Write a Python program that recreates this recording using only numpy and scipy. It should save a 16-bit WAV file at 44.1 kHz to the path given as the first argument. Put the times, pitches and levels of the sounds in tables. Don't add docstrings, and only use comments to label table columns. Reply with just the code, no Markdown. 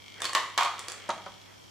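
import sys
import numpy as np
from scipy import signal
from scipy.fft import rfft, irfft
from scipy.io import wavfile
from scipy.ndimage import uniform_filter1d

SR = 44100
rng = np.random.default_rng(int(sys.argv[2]) if len(sys.argv) > 2 else 0)


def generate_wav(sig):
    pcm = np.round(np.clip(np.atleast_2d(sig).T, -1, 1) * 32767).astype(np.int16)
    wavfile.write(sys.argv[1], SR, pcm)


N = 74970
CLICK_T60 = 0.017


def amp(db):
    return 10 ** (np.asarray(db) / 20)

def read(points, hz):
    pitches, values = np.transpose(points)
    return np.interp(np.log(hz + 1), np.log(pitches + 1), values)

def unit(x):
    return x / np.sqrt(np.sum(x ** 2, -1).mean() + 1e-20)

def add(mix, s, sound):
    part = mix[:, max(round(s * SR), 0):][:, :sound.shape[-1]]
    part += sound[..., :part.shape[1]]

def lean_right(x, db):
    return x * amp([[-db], [db]])

def pair(alike, size):
    a, b = rfft(rng.standard_normal((2, size)))
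    likeness = np.clip(read(alike, np.fft.rfftfreq(size, 1 / SR)), -1, 1)
    mid, side = a * np.sqrt((1 + likeness) / 2), b * np.sqrt((1 - likeness) / 2)
    return irfft(np.array([mid + side, mid - side]), size)

def noise(colour, alike):
    shape = amp(read(colour, np.fft.rfftfreq(N, 1 / SR)))
    return unit(irfft(rfft(pair(alike, N)) * shape, N)) * np.sqrt(N)

def burst(colour, t60, alike, size=4096):
    spectrum = np.fft.fft(pair(alike, size) * amp(-60 * np.arange(size) / SR / t60))
    power = uniform_filter1d((abs(spectrum) ** 2).mean(0), int(size / SR / t60 * 10) + 1, mode="wrap")
    gain = amp(read(colour, abs(np.fft.fftfreq(size, 1 / SR)))) / np.sqrt(power + 1e-12)
    shape = np.exp(np.conj(signal.hilbert(np.log(gain))))
    return unit(np.fft.ifft(spectrum * shape).real)

def tick(colour, t60):
    return burst(colour, t60, [(1, 0.88)])

def ring(hz, t60, db):
    t = np.arange(SR // 2) / SR
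    phase = rng.random((len(hz), 1))
    fades = amp(db[:, None] - 60 * t / t60[:, None])
    return unit((fades * np.sin(2 * np.pi * (hz[:, None] * t + phase))).sum(0))

def ping(hz, t60):
    t = np.arange(2048) / SR
    return unit(amp(-60 * t / t60) * np.sin(2 * np.pi * hz * t))

# (pitch [Hz], fade time [s])
ROOM_FADE = [(150, 1), (500, 0.46), (1300, 0.54), (3700, 0.49), (9000, 0.42)]
# (pitch [Hz], likeness [0 to 1])
ROOM_LIKENESS = [(60, 0.32), (250, 1), (600, 0.99), (1300, 0.96), (2500, 0.82), (5000, 0.59), (9000, 0.12),
                 (15000, 0.11)]

def room(x, wet_db):
    size = SR * 3 // 4
    t = np.arange(size) / SR
    hz, times, spectrum = signal.stft(pair(ROOM_LIKENESS, size), SR, nperseg=256)
    fades = amp(-60 * times / read(ROOM_FADE, hz)[:, None])
    tail = signal.istft(spectrum * fades, SR, nperseg=256)[1][:, :size]
    early = pair(ROOM_LIKENESS, size) * amp(-60 * t / 0.16)
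    onset = np.clip(t / 0.0021 - .5, 0, 1)
    echo = unit(tail * onset) + amp(-4) * unit(early * onset)
    echo = signal.lfilter(*signal.butter(1, 14200, fs=SR), echo)
    return x + amp(wet_db) * signal.fftconvolve(x, echo, axes=1)[:, :N]

# (pitch [Hz], level [dB])
AIR_COLOUR = [(20, -22), (60, -1.5), (150, -0.5), (300, -1), (700, -6.5), (1000, -4.5), (1500, -10.5),
              (3200, -15.5), (5500, -12), (9000, -23), (14000, -26.5), (16000, -52)]
# (pitch [Hz], likeness [-1 to 1])
AIR_LIKENESS = [(30, -0.4), (100, -0.63), (500, -0.52), (2000, -0.072), (8000, 0.12)]

def air():
    return amp(-53.5) * noise(AIR_COLOUR, AIR_LIKENESS)

# (pitch [Hz], level [dB])
HUM_NOTES = [(100.2, -65), (3155, -70), (5507, -71)]
# (time [s], level [dB])
BUZZ_STRENGTH = [(0, -27), (1.0, -26), (1.32, -29.5), (1.42, -35), (1.7, -34.5)]
# (pitch [Hz], level [dB])
BUZZ_COLOUR = [(200, -24), (1500, -11), (2600, 1.5), (3200, 8.5), (4700, -4.5), (5500, -4), (8000, -12),
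               (15000, -39)]

def mains():
    cycle_s, tick_t60, fade_db_per_s = 0.01998, 0.015, 6.5
    ticks = np.zeros((2, N))
    same = tick(BUZZ_COLOUR, tick_t60)
    for s in np.arange(N / SR // cycle_s) * cycle_s + 0.001179:
        db = np.interp(s, *np.transpose(BUZZ_STRENGTH)) + 2.5 * rng.standard_normal()
        add(ticks, s, amp(db) * unit(same + 0.6 * tick(BUZZ_COLOUR, tick_t60)))
        note_db = db - 2.5 - fade_db_per_s * s
        add(ticks, s, amp(note_db) * ping(hz=2210, t60=0.014))
    t = np.arange(N) / SR
    hum = sum(amp(db) * np.sqrt(2) * np.sin(2 * np.pi * hz * t) for hz, db in HUM_NOTES)
    return room(ticks, wet_db=-1.5) + hum

# (middle time [s], length [s], level [dB])
RUB_SWELLS = [(0.168, 0.023, -68), (0.254, 0.13, -42), (0.912, 0.67, -51.5), (1.503, 0.11, -58.5)]
# (pitch [Hz], level [dB])
RUB_COLOUR = [(60, -34), (400, 9), (1200, 7.5), (2200, 11.5), (4000, -8.5), (8000, -23), (15000, -45)]

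def rubbing():
    t = np.arange(N) / SR
    swell = sum(amp(db) * np.exp(-(2 * (t - s) / length) ** 2) for s, length, db in RUB_SWELLS)
    return swell * noise(RUB_COLOUR, ROOM_LIKENESS)

# (time [s], click level [dB], thud level [dB])
TROUGH_HITS = [(1.0897, -35, -11), (1.0929, -20, -3), (1.098, -33, -3.5), (1.104, -10.5, -22),
               (1.1095, -22, -11), (1.179, -26.5, -23), (1.2635, -40.5, -14.5), (1.2685, -46, -15),
               (1.414, -28.5, -52)]
# (pitch [Hz], level [dB])
TROUGH_CLICK = [(200, -16), (1500, -1), (3900, 5), (5200, -5), (6700, 1), (9000, -24), (15000, -32)]
# (pitch [Hz], level [dB])
TROUGH_THUD = [(100, -20.5), (190, -10.5), (290, -10), (480, -7), (660, 2.5), (850, 1.5), (1100, 2),
               (1350, -0.5), (1600, -6.5), (2500, -18), (6000, -28), (16000, -87)]
# (pitch [Hz], fade time [s], level [dB])
TROUGH_NOTES = [(184.9, 0.58, -14.5), (651, 0.44, -7), (750, 0.3, -15), (855, 0.35, -22), (946, 0.3, -2.5),
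                (1100, .2, -6), (1295, 0.19, -1)]

def trough_knocks():
    knocks, notes = np.zeros((2, 2, N))
    for s, click_db, thud_db in TROUGH_HITS:
        add(knocks, s, amp(click_db) * tick(TROUGH_CLICK, CLICK_T60))
        add(knocks, s, amp(thud_db) * burst(TROUGH_THUD, WOOD_T60_S, ROOM_LIKENESS))
        add(notes, s, amp(thud_db - 5.5) * ring(*np.transpose(TROUGH_NOTES)))
    return room(knocks, wet_db=-5) + notes

# (time [s], level [dB], ping pitch [Hz], ping level next to the click [dB])
GLASS_HITS = [(0.2044, -20.5, 1720, 2), (0.218, -16, 3680, -3), (0.2196, -8, 3480, -3),
              (0.248, -17, 4170, -15), (0.2539, -11, 4380, 3), (.3326, -12, 8260, -12),
              (0.7926, -13, 8700, -21), (0.8837, -11, 4560, -7.5), (0.8993, -18, 7300, -7.5),
              (0.9194, -14.5, 7530, -9), (1.0916, -20, 8500, -8.5)]
# (pitch [Hz], level [dB])
GLASS_CLICK = [(100, -26.5), (400, -3.5), (1200, 0.5), (2200, -3), (5000, -3.5), (7800, -0.5), (9500, -4.5),
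               (11000, -15.5), (16000, -29)]

def marble_clinks():
    clinks = np.zeros((2, N))
    pitches, half_width_octaves = np.geomspace(100, SR / 2, 200), 0.079
    for s, db, ping_hz, ping_db in GLASS_HITS:
        distance = np.log2(pitches / ping_hz) / half_width_octaves
        ping_colour = np.column_stack([pitches, -20 * np.log10(1 + distance ** 2)])
        add(clinks, s, amp(db) * tick(GLASS_CLICK, t60=0.009))
        add(clinks, s, amp(db + ping_db) * tick(ping_colour, t60=0.0092))
    return lean_right(room(clinks, wet_db=-1), db=0.14)

# (time [s], click level [dB], thud level [dB], spot [0 wall to 1 floor])
TUB_HITS = [(0.2191, -17, -14.5, 1), (0.2434, -7.5, -10.5, 0.25), (0.2531, -8.5, -17, 0.52),
            (0.294, -16.5, -12.5, 0.24), (0.3312, -22, -10, 0), (.350, 1, 3.5, 0), (0.3578, -20, -1, 0.41),
            (0.3688, -14.5, -6.5, 0), (0.379, -15.5, -3, 0.05), (0.431, -29, -8.5, 0.2),
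            (0.5773, 1.5, 0, 0.23), (0.5844, -15, 4.5, 0.67), (0.6086, -8, 1, 0.97), (.620, -17, 1.5, 0.47),
            (.632, -7, -7, 0.98), (.6485, -10.5, -5.5, 0.52), (0.6578, -28, -0.5, 1)]
# (pitch [Hz], level [dB])
TUB_CLICK = [(100, -32), (400, -10.5), (1500, -5.5), (2400, -2.5), (3200, 4), (4300, -0.5), (5300, -5.5),
             (7300, -4.5), (10000, -16.5), (13000, -20.5), (16000, -36)]
# (pitch [Hz], wall hit level [dB], floor hit level [dB])
TUB_THUD = [(80, -31.5, -66), (268, -30.5, -26), (535, -7, -17), (670, -11, -1), (825, -7, 2.5),
            (1117, 7.5, 9), (1233, -6.5, 6.5), (1600, -9.5, -8.5), (1877, 2.5, -13.5), (2415, -22, -1),
            (2860, -4, -26), (3530, -18.5, -13), (5950, -28, -37), (16000, -51, -58)]
# (pitch [Hz], fade time [s], wall hit level [dB], floor hit level [dB])
TUB_NOTES = [(873, 0.48, -20, -2), (976, 0.3, -7, 2), (1030, 0.28, -9, -9), (1073, 0.25, -5, -2),
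             (1150, 0.84, -9, -11), (1130, 0.24, -2, -3), (1217, 0.16, -22, -4), (1288, 0.56, -26, -11),
             (1337, 0.7, -24, 9), (1807, 0.22, 0, -24), (1870, 0.33, -3, -24), (1980, 0.47, -4, -17)]

def tub_knocks():
    clicks, thuds, notes = np.zeros((3, 2, N))
    pitches, fade_times, wall_db, floor_db = np.transpose(TUB_NOTES)
    for s, click_db, thud_db, spot in TUB_HITS:
        click_colour = [(hz, db - 0.05 * click_db * (hz / 13200) ** 2) for hz, db in TUB_CLICK]
        thud_colour = [(hz, wall + spot * (floor - wall)) for hz, wall, floor in TUB_THUD]
        note_db = wall_db + spot * (floor_db - wall_db)
        add(clicks, s, amp(click_db) * tick(click_colour, CLICK_T60))
        add(thuds, s, amp(thud_db) * burst(thud_colour, t60=0.045, alike=ROOM_LIKENESS))
        add(notes, s, amp(thud_db - 9) * ring(pitches, fade_times, note_db))
    return lean_right(room(clicks, wet_db=-1), db=0.14) + room(thuds, wet_db=-2.5) + notes

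def scene():
    return air() + mains() + rubbing() + trough_knocks() + marble_clinks() + tub_knocks()

def record(dry):
    treble_cut = signal.firwin(511, 16200, window=("kaiser", 9), fs=SR)
    return signal.oaconvolve(lean_right(dry, db=0.5), treble_cut[None], "same")


WOOD_T60_S = 0.038

dry = scene()
out = record(dry)
generate_wav(out)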